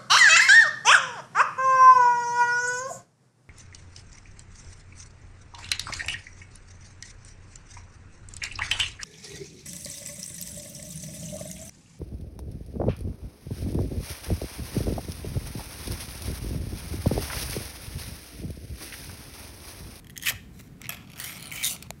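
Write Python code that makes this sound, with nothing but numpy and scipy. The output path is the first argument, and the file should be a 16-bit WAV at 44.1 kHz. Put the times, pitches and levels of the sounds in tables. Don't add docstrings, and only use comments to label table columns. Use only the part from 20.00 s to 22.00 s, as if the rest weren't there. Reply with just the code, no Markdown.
import sys
import numpy as np
from scipy import signal
from scipy.fft import rfft, irfft, next_fast_len
from scipy.io import wavfile

SR = 44100
rng = np.random.default_rng(int(sys.argv[2]) if len(sys.argv) > 2 else 0)


def store_wav(level_fs):
    pcm = np.round(np.clip(np.atleast_2d(level_fs), -1, 1) * 32767)
    wavfile.write(sys.argv[1], SR, pcm.T.astype(np.int16))


N = 88200
SLIP_RISE_S = 0.0002
# (time [s], level [dB], treble offset [dB], t60 [s])
SLIPS = [(0.0445, -42, -3, 0.01), (0.0689, -39.5, -3.5, 0.011), (0.0972, -38, -1, 0.012),
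         (0.1033, -45, 6, 0.011), (0.1085, -49, -1, 0.0092), (0.1585, -41.5, -10, 0.012),
         (0.166, -33.5, -1, 0.0099), (0.1763, -31, 9.5, 0.012), (0.197, -34, -8, 0.0077),
         (0.2128, -44, -13, 0.017), (0.2162, -37, 1, 0.0068), (0.224, -34.5, 4, 0.017),
         (0.2347, -30, 4, 0.008), (0.2593, -33.5, 4, 0.013), (0.265, -31, -5, 0.011),
         (0.272, -26, 3, 0.017), (0.29, -24.5, -4, 0.019), (0.296, -26.5, 6, 0.015),
         (0.321, -33, -1, 0.0091), (0.5916, -64, 13, 0.026), (0.6012, -52, -3, 0.0092),
         (0.6092, -52, 17.5, 0.0039), (0.8161, -28.5, 0, 0.0062), (0.83, -45, -15, 0.0084),
         (0.8367, -43, -20, 0.0076), (0.841, -39, -14, 0.013), (0.847, -42, -13, 0.012),
         (0.856, -38.5, -13.5, 0.016), (0.868, -38, -7, 0.0094), (0.8794, -51, -15, 0.0077),
         (0.892, -24.5, 4, 0.012), (0.9035, -32.5, 3, 0.01), (0.9145, -43, 1, 0.011),
         (0.9223, -32, -4, 0.0091), (0.9292, -41, 2, 0.014), (0.945, -35, -6, 0.013),
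         (0.9697, -45, -5, 0.0079), (1.0734, -48, -10, 0.011), (1.1, -46.5, -8, 0.018),
         (1.1173, -41, -6, 0.0086), (1.133, -43.5, -8, 0.017), (1.1376, -48, -15, 0.0094),
         (1.1588, -42, -5, 0.014), (1.165, -48.5, -6, 0.042), (1.178, -41, 7.5, 0.006),
         (1.186, -44, 7, 0.009), (1.1913, -39, 2.5, 0.0087), (1.1994, -31, 5.5, 0.012),
         (1.2044, -42.5, 5, 0.01), (1.211, -42, 0, 0.0071), (1.2223, -46, 5, 0.0089),
         (1.242, -41.5, 20, 0.0034), (1.2467, -38, 5, 0.01), (1.2592, -42, 8, 0.0082),
         (1.2709, -53, -5, 0.0092), (1.2764, -43, -16, 0.0087), (1.2953, -35, -11, 0.0053),
         (1.32, -42, -3, 0.0051), (1.329, -56, 0, 0.0095), (1.369, -48, 10, 0.0048),
         (1.375, -40, -11, 0.0052), (1.397, -45, 2, 0.0088), (1.406, -58.5, 17, 0.01),
         (1.426, -52, 19.5, 0.0061), (1.4558, -47, 4, 0.019), (1.47, -42, -3, 0.0098),
         (1.477, -51, 6.5, 0.0083), (1.5075, -38, -2, 0.0073), (1.516, -34, -2, 0.0072),
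         (1.5224, -35, 6.5, 0.012), (1.535, -43, -3, 0.0075), (1.542, -53, 7, 0.0093),
         (1.5592, -41.5, 13, 0.013), (1.6287, -36, 8, 0.018), (1.637, -23.5, -5.5, 0.015),
         (1.6443, -22, 0, 0.014), (1.651, -29, 3, 0.017), (1.661, -32, 7, 0.011), (1.6647, -47, -7, 0.011),
         (1.693, -31, -6, 0.0092), (1.7088, -34.5, -1, 0.012), (1.732, -52, -3, 0.022),
         (1.752, -47.5, -2, 0.011), (1.7632, -34.5, -9, 0.013), (1.8246, -34, 4, 0.016)]


def amp(db):
    return 10 ** (np.asarray(db) / 20)


def rms_one(x):
    return x / np.sqrt(np.mean(x ** 2) + 1e-20)


def butter(x, order, hz, kind):
    return signal.sosfilt(signal.butter(order, hz, kind, fs=SR, output="sos"), x)


def coloured(x, spectrum):
    hz, db = np.transpose(spectrum)
    size = next_fast_len(len(x) + 4096)
    bins_hz = np.arange(size // 2 + 1) * SR / size
    gain = amp(np.interp(np.log(bins_hz + 1), np.log(hz), db))
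    return irfft(rfft(x, size) * rms_one(gain), size)[:len(x)]


def drift(size, rate_hz=45):
    step = SR / rate_hz
    knots = np.arange(0, size + SR, step)
    return np.interp(np.arange(size) + rng.uniform(0, step), knots, rng.standard_normal(len(knots)))


def struck(start_s, modes, rise_s):
    t = np.maximum(np.arange(N) / SR - start_s, 0)
    ring = sum(amp(db - 60 * t / t60_s) * np.sin(2 * np.pi * hz * t) for hz, db, t60_s in modes)
    return ring * (1 - np.exp(-t / rise_s))


def room_rumble(level_db=-47.5):
    # (frequency [Hz], relative density [dB])
    spectrum = [(12, -71), (20, -109), (43, -7), (101, -5), (150, -2.5), (255, -11), (399, -20),
                (446, -18.5), (485, -25), (607, -31), (718, -27), (873, -32.5), (2260, -34), (2750, -40),
                (16000, -46)]
    return amp(level_db) * rms_one(coloured(rng.standard_normal(N), spectrum))


def kitchen_echo(x, level_db=-18.5, t60_s=0.37, delay_s=0.006, wall_cut_hz=5300):
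    t = np.arange(SR // 2) / SR
    tail = rng.standard_normal(len(t)) * amp(-60 * t / t60_s) * (t > delay_s)
    tail = butter(tail, 1, wall_cut_hz, "low")
    return amp(level_db) * signal.fftconvolve(x, tail / np.sqrt(np.sum(tail ** 2)))[:N]


def close_pop():
    # (frequency [Hz], level [dB], t60 [s])
    modes = [(685, -26.5, 0.019), (830, -27.5, 0.013), (2330, -17, 0.0043), (4080, -16, 0.0035),
             (7170, -4, 0.0014), (9260, -12.5, 0.0021), (12600, -12, 0.0016)]
    return struck(1.9055, modes, rise_s=0.00046)


def counter_bump():
    # (frequency [Hz], level [dB], t60 [s])
    modes = [(95, -29, 0.17), (59, -38, 0.31)]
    return struck(0.335, modes, rise_s=0.011)


def flap_snap():
    # (frequency [Hz], level [dB], t60 [s])
    modes = [(683, -40, .07), (1263, -28, 0.023), (1707, -37.5, 0.092), (2570, -28.5, 0.065),
             (3270, -34.5, 0.056), (5640, -19.5, 0.01), (7550, -26, 0.0095), (8900, -23, 0.01),
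             (11460, -21, 0.0074)]
    return struck(0.8931, modes, rise_s=0.00075)


def tin_body(drive):
    # (frequency [Hz], width [Hz], relative level [dB])
    modes = [(541, 115, -3.5), (722, 130, 0.5), (993, 363, -2.5), (1356, 134, 0.5)]
    out, power = 0, 0
    for k, (hz, width_hz, db) in enumerate(modes):
        r = np.exp(-np.pi * width_hz / SR)
        gain = amp(db) * (1 - r * r) / 2
        poles = [1, -2 * r * np.cos(2 * np.pi * hz / SR), r * r]
        out += (-1) ** k * signal.lfilter([gain, 0, -gain], poles, drive + 1e-18)
        power += amp(db) * gain
    return out / np.sqrt(power)


def rasp(drive):
    # (frequency [Hz], relative density [dB])
    spectrum = [(1300, -46), (2200, -1.5), (3700, 0.5), (5000, -1.5), (9300, -1.5), (15000, -2), (16500, 2)]
    return butter(coloured(drive, spectrum), 4, 1500, "high")


def bending(drive, widths_hz=(320, 250)):
    # (time [s], frequency [Hz], level [dB])
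    glides = [
        [(1.15, 1710, -15), (1.17, 1770, -1), (1.23, 1840, 0), (1.26, 2140, 1), (1.3, 2180, 6.5),
         (1.36, 2290, 0), (1.5, 2380, 1)],
        [(1.38, 10700, -16), (1.398, 9900, -3), (1.43, 9900, -1), (1.46, 9400, 2), (1.48, 9200, 11),
         (1.51, 9320, -1), (1.55, 9000, -20)],
    ]
    t, out = np.arange(N) / SR, 0
    for curve, width_hz in zip(glides, widths_hz):
        s, hz, db = np.transpose(curve)
        carrier = np.exp(2j * np.pi * np.cumsum(np.interp(t, s, hz)) / SR)
        r = np.exp(-np.pi * width_hz / SR)
        band = signal.lfilter([np.sqrt(1 - r * r)], [1, -r], drive / carrier) * carrier
        out += band.real * amp(np.interp(t, s, db, left=-120, right=-120))
    return out


def flap(drive, modes, widen_hz=88, detune=0.01, flicker_db=2):
    out, power = 0, 0
    for k, (hz, width_hz, db) in enumerate(modes):
        r = np.exp(-np.pi * (width_hz + widen_hz) / SR)
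        pitch_hz = hz * (1 + detune * drift(len(drive)))
        carrier = np.exp(2j * np.pi * np.cumsum(pitch_hz) / SR)
        flickering = drive * amp(db + flicker_db * drift(len(drive)))
        band = signal.lfilter([2 * (1 - r)], [1, -r], flickering / carrier + 1e-18) * carrier
        out += (-1) ** k * band.real
        power += amp(2 * db) * (1 - r)
    return out / np.sqrt(power)


def lid_ring(drive, gain_db=2):
    # (start [s], modes (frequency [Hz], base width [Hz], relative level [dB]))
    stretches = [ (0, [(1894, 83, 3.5), (3260, 74, 5.5), (5300, 53, -13), (6500, 230, -1),
                 (7500, 210, -15.5), (8800, 430, -4.5), (10540, 140, -5), (11460, 840, -5.5)]),
                 (0.258, [(1140, 210, -6), (1520, 220, -3.5), (1850, 240, 1.5), (2540, 200, 4),
                 (3130, 380, -7), (4040, 350, -3.5), (5190, 480, -11), (5860, 620, -3.5),
                 (12200, 270, -10.5)]), (.5, [(2160, 360, 2.5), (4100, 130, -0.5), (5680, 350, -8),
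                 (7660, 220, -3.5)]), (0.889, [(1420, 58, -11.5), (1700, 86, -4.5), (2440, 250, -1.5),
                 (3360, 85, 1), (4840, 230, -18), (5500, 120, -5.5), (7650, 110, -9), (8600, 140, -17),
                 (11490, 150, -5), (13000, 260, -5.5), (14300, 88, -13)]), (1.05, [(2470, 450, -2.5),
                 (3330, 130, -1), (4500, 120, -7), (5570, 99, 0.5), (6670, 73, -8), (8800, 60, -4),
                 (11400, 300, -5.5)]), (1.196, [(3000, 100, -3), (4660, 150, 3.5), (6100, 290, -9),
                 (8800, 100, 0), (9570, 150, -1), (11040, 180, 1), (12900, 47, -13), (13800, 51, -10),
                 (14900, 120, -4)]), (1.237, [(3090, 83, 5), (5800, 92, 3), (8500, 250, -32),
                 (6650, 99, 0.5), (9400, 82, 0.5), (12800, 400, -1)]), (1.294, [(3230, 230, -4),
                 (5750, 350, 2.5), (8730, 260, -0.5), (9300, 80, -7), (11850, 420, 1.5), (13200, 370, -5)]),
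                 (1.386, [(3010, 110, 1.5), (3800, 35, 3.5), (4240, 150, 4.5), (7100, 34, -1.5),
                 (8600, 59, -12)]), (1.51, [(2240, 70, 7.5), (3090, 69, 4), (6500, 39, -10)]),
                 (1.633, [(2100, 100, 6.5), (2950, 150, 3), (3700, 53, 9.5), (4410, 270, 6), (6240, 130, 4),
                 (7020, 39, 9.5), (9330, 240, 6), (11680, 58, 6), (12900, 59, 0), (13700, 70, -18)]),
                 (1.696, [(2830, 160, 2), (4500, 65, 4.5), (6010, 120, -2), (7470, 220, 1.5),
                 (9550, 340, -2), (11300, 38, 0.5), (15000, 54, -5)]), (1.761, [(2450, 700, -0.5),
                 (4540, 410, -0.5), (5800, 680, -6), (9100, 1200, -4)]), ]
    ends_s = [s for s, _ in stretches[1:]] + [N / SR]
    ring = bending(drive)
    for (start_s, modes), end_s in zip(stretches, ends_s):
        i, j = int(start_s * SR), int(end_s * SR)
        rung = flap(np.append(drive[i:j], np.zeros(2000)), modes)[:N - i]
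        ring[i:i + len(rung)] += rung
    return amp(gain_db) * butter(ring, 4, 1100, "high")


def tear(gain_db=-3, jerks_per_s=190, spread_db=1.8, t60_s=0.031, steady=0.86):
    # (time [s], level [dB], treble offset [dB], body offset [dB])
    pulls = [
        [(0.15, -89, 0, -5), (0.21, -65, 1, -16), (0.22, -45.5, -25, -24), (0.245, -34.5, -6, -12),
         (0.262, -29.5, 1, -26), (0.27, -22.5, -5, -23), (0.285, -20.5, -0.5, -28), (0.3, -30.5, 3.5, -6),
         (0.308, -30.5, -4.5, -6), (0.318, -46, 3, 5), (0.33, -55, -5, 6), (0.37, -62, -21, -22),
         (0.45, -64, -15, -21)],
        [(0.5, -77, -10, 2), (0.54, -71.5, 11.5, 6), (0.58, -70.5, 14.5, -10), (0.6, -49.5, 1.5, 0.5),
         (0.62, -72.5, 13, -2), (0.68, -74.5, 13, -6)],
        [(0.8, -63, -16, 5), (0.825, -52.5, -15, -2), (0.86, -53.5, -27, -4), (0.885, -68, -11, 8),
         (0.9, -43, -27, -4), (0.94, -40, -9, -5.5), (0.96, -51, -7, -4), (1.0, -49.5, -15, -4.5),
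         (1.06, -59.5, -16, 0)],
        [(1.06, -70, -16, 6), (1.1, -54.5, -13, -2.5), (1.15, -62, -3, 4), (1.19, -54, -14, 3),
         (1.21, -38.5, -1.5, -8), (1.27, -45, 6, -4.5), (1.33, -46.5, 0.5, -3.5), (1.38, -46, -2.5, -2),
         (1.39, -52, -5, -5), (1.44, -48, -1, 0), (1.48, -53.5, -10, 2.5), (1.5, -51, -3, -5)],
        [(1.5, -65, -17, 10.5), (1.535, -42.5, 8, -3), (1.58, -35, -2.5, -14.5), (1.62, -40.5, 3.5, -8),
         (1.65, -31.5, -2, -15.5), (1.67, -26, 3, -19), (1.69, -35, 4.5, -16), (1.72, -37, 5.5, -10),
         (1.75, -47, 6.5, 0.5), (1.78, -58.5, -14, -3), (1.87, -56.5, -3, 2.5)],
    ]
    onsets = np.cumsum(rng.uniform(0.44, 1.6, 2000)) / jerks_per_s * SR
    inside, kicks = onsets < N, np.zeros(N)
    kicks[onsets[inside].astype(int)] = amp(spread_db * rng.standard_normal(2000))[inside]
    fade, rise = amp(-60 / (t60_s * SR)), np.exp(-1 / (SLIP_RISE_S * SR))
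    pulses = signal.lfilter([1], np.convolve([1, -fade], [1, -rise]), kicks)
    jerks = rms_one(steady + rms_one(pulses))
    t, envelopes = np.arange(N) / SR, np.zeros((3, N))
    for pull in pulls:
        s, db, treble_db, body_db = np.transpose(pull)
        main_db = np.interp(t, s, db, left=-120, right=-120)
        envelopes += amp([main_db, main_db + np.interp(t, s, treble_db),
                          main_db + np.interp(t, s, body_db)])
    return amp(gain_db) * envelopes * jerks


def slips(gain_db=1, size=4000):
    t = np.arange(size) / SR
    main, treble = np.zeros((2, N + size))
    for s, db, treble_db, t60_s in SLIPS:
        i = int(s * SR)
        burst = amp(db + gain_db - 60 * t / t60_s) * (1 - np.exp(-t / SLIP_RISE_S))
        main[i:i + size] += burst
        treble[i:i + size] += burst * amp(treble_db)
    return main[:N], treble[:N]


def cracks(gain_db=5.5):
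    s, db, treble_db, _ = np.transpose(SLIPS)
    clicks = np.zeros((2, N))
    clicks[:, (s * SR).astype(int) + 8] = amp([db, db + treble_db])
    return amp(gain_db) * clicks


def peeling(treble_from_hz=5000, tear_to_body_db=1, slip_to_body_db=-38.5):
    slip_main, slip_treble = slips()
    tear_main, tear_treble, tear_body = tear()
    crack_main, crack_treble = cracks()
    noise = rng.standard_normal((2, N))
    main = noise[0] * (slip_main + tear_main) + crack_main
    treble = noise[1] * (slip_treble + tear_treble) + crack_treble
    drive = butter(main, 2, treble_from_hz, "low") + butter(treble, 2, treble_from_hz, "high")
    body_drive = noise[0] * (amp(tear_to_body_db) * tear_body + amp(slip_to_body_db) * slip_main)
    return lid_ring(drive) + rasp(drive) + tin_body(body_drive)


def scene():
    tin = peeling()
    impacts = counter_bump() + flap_snap() + close_pop()
    return (room_rumble() + tin + kitchen_echo(tin) + impacts)[None]


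def record(dry, stop_hz=16250):
    return signal.sosfilt(signal.cheby2(16, 60, stop_hz, fs=SR, output="sos"), dry)


dry = scene()
out = record(dry)
store_wav(out)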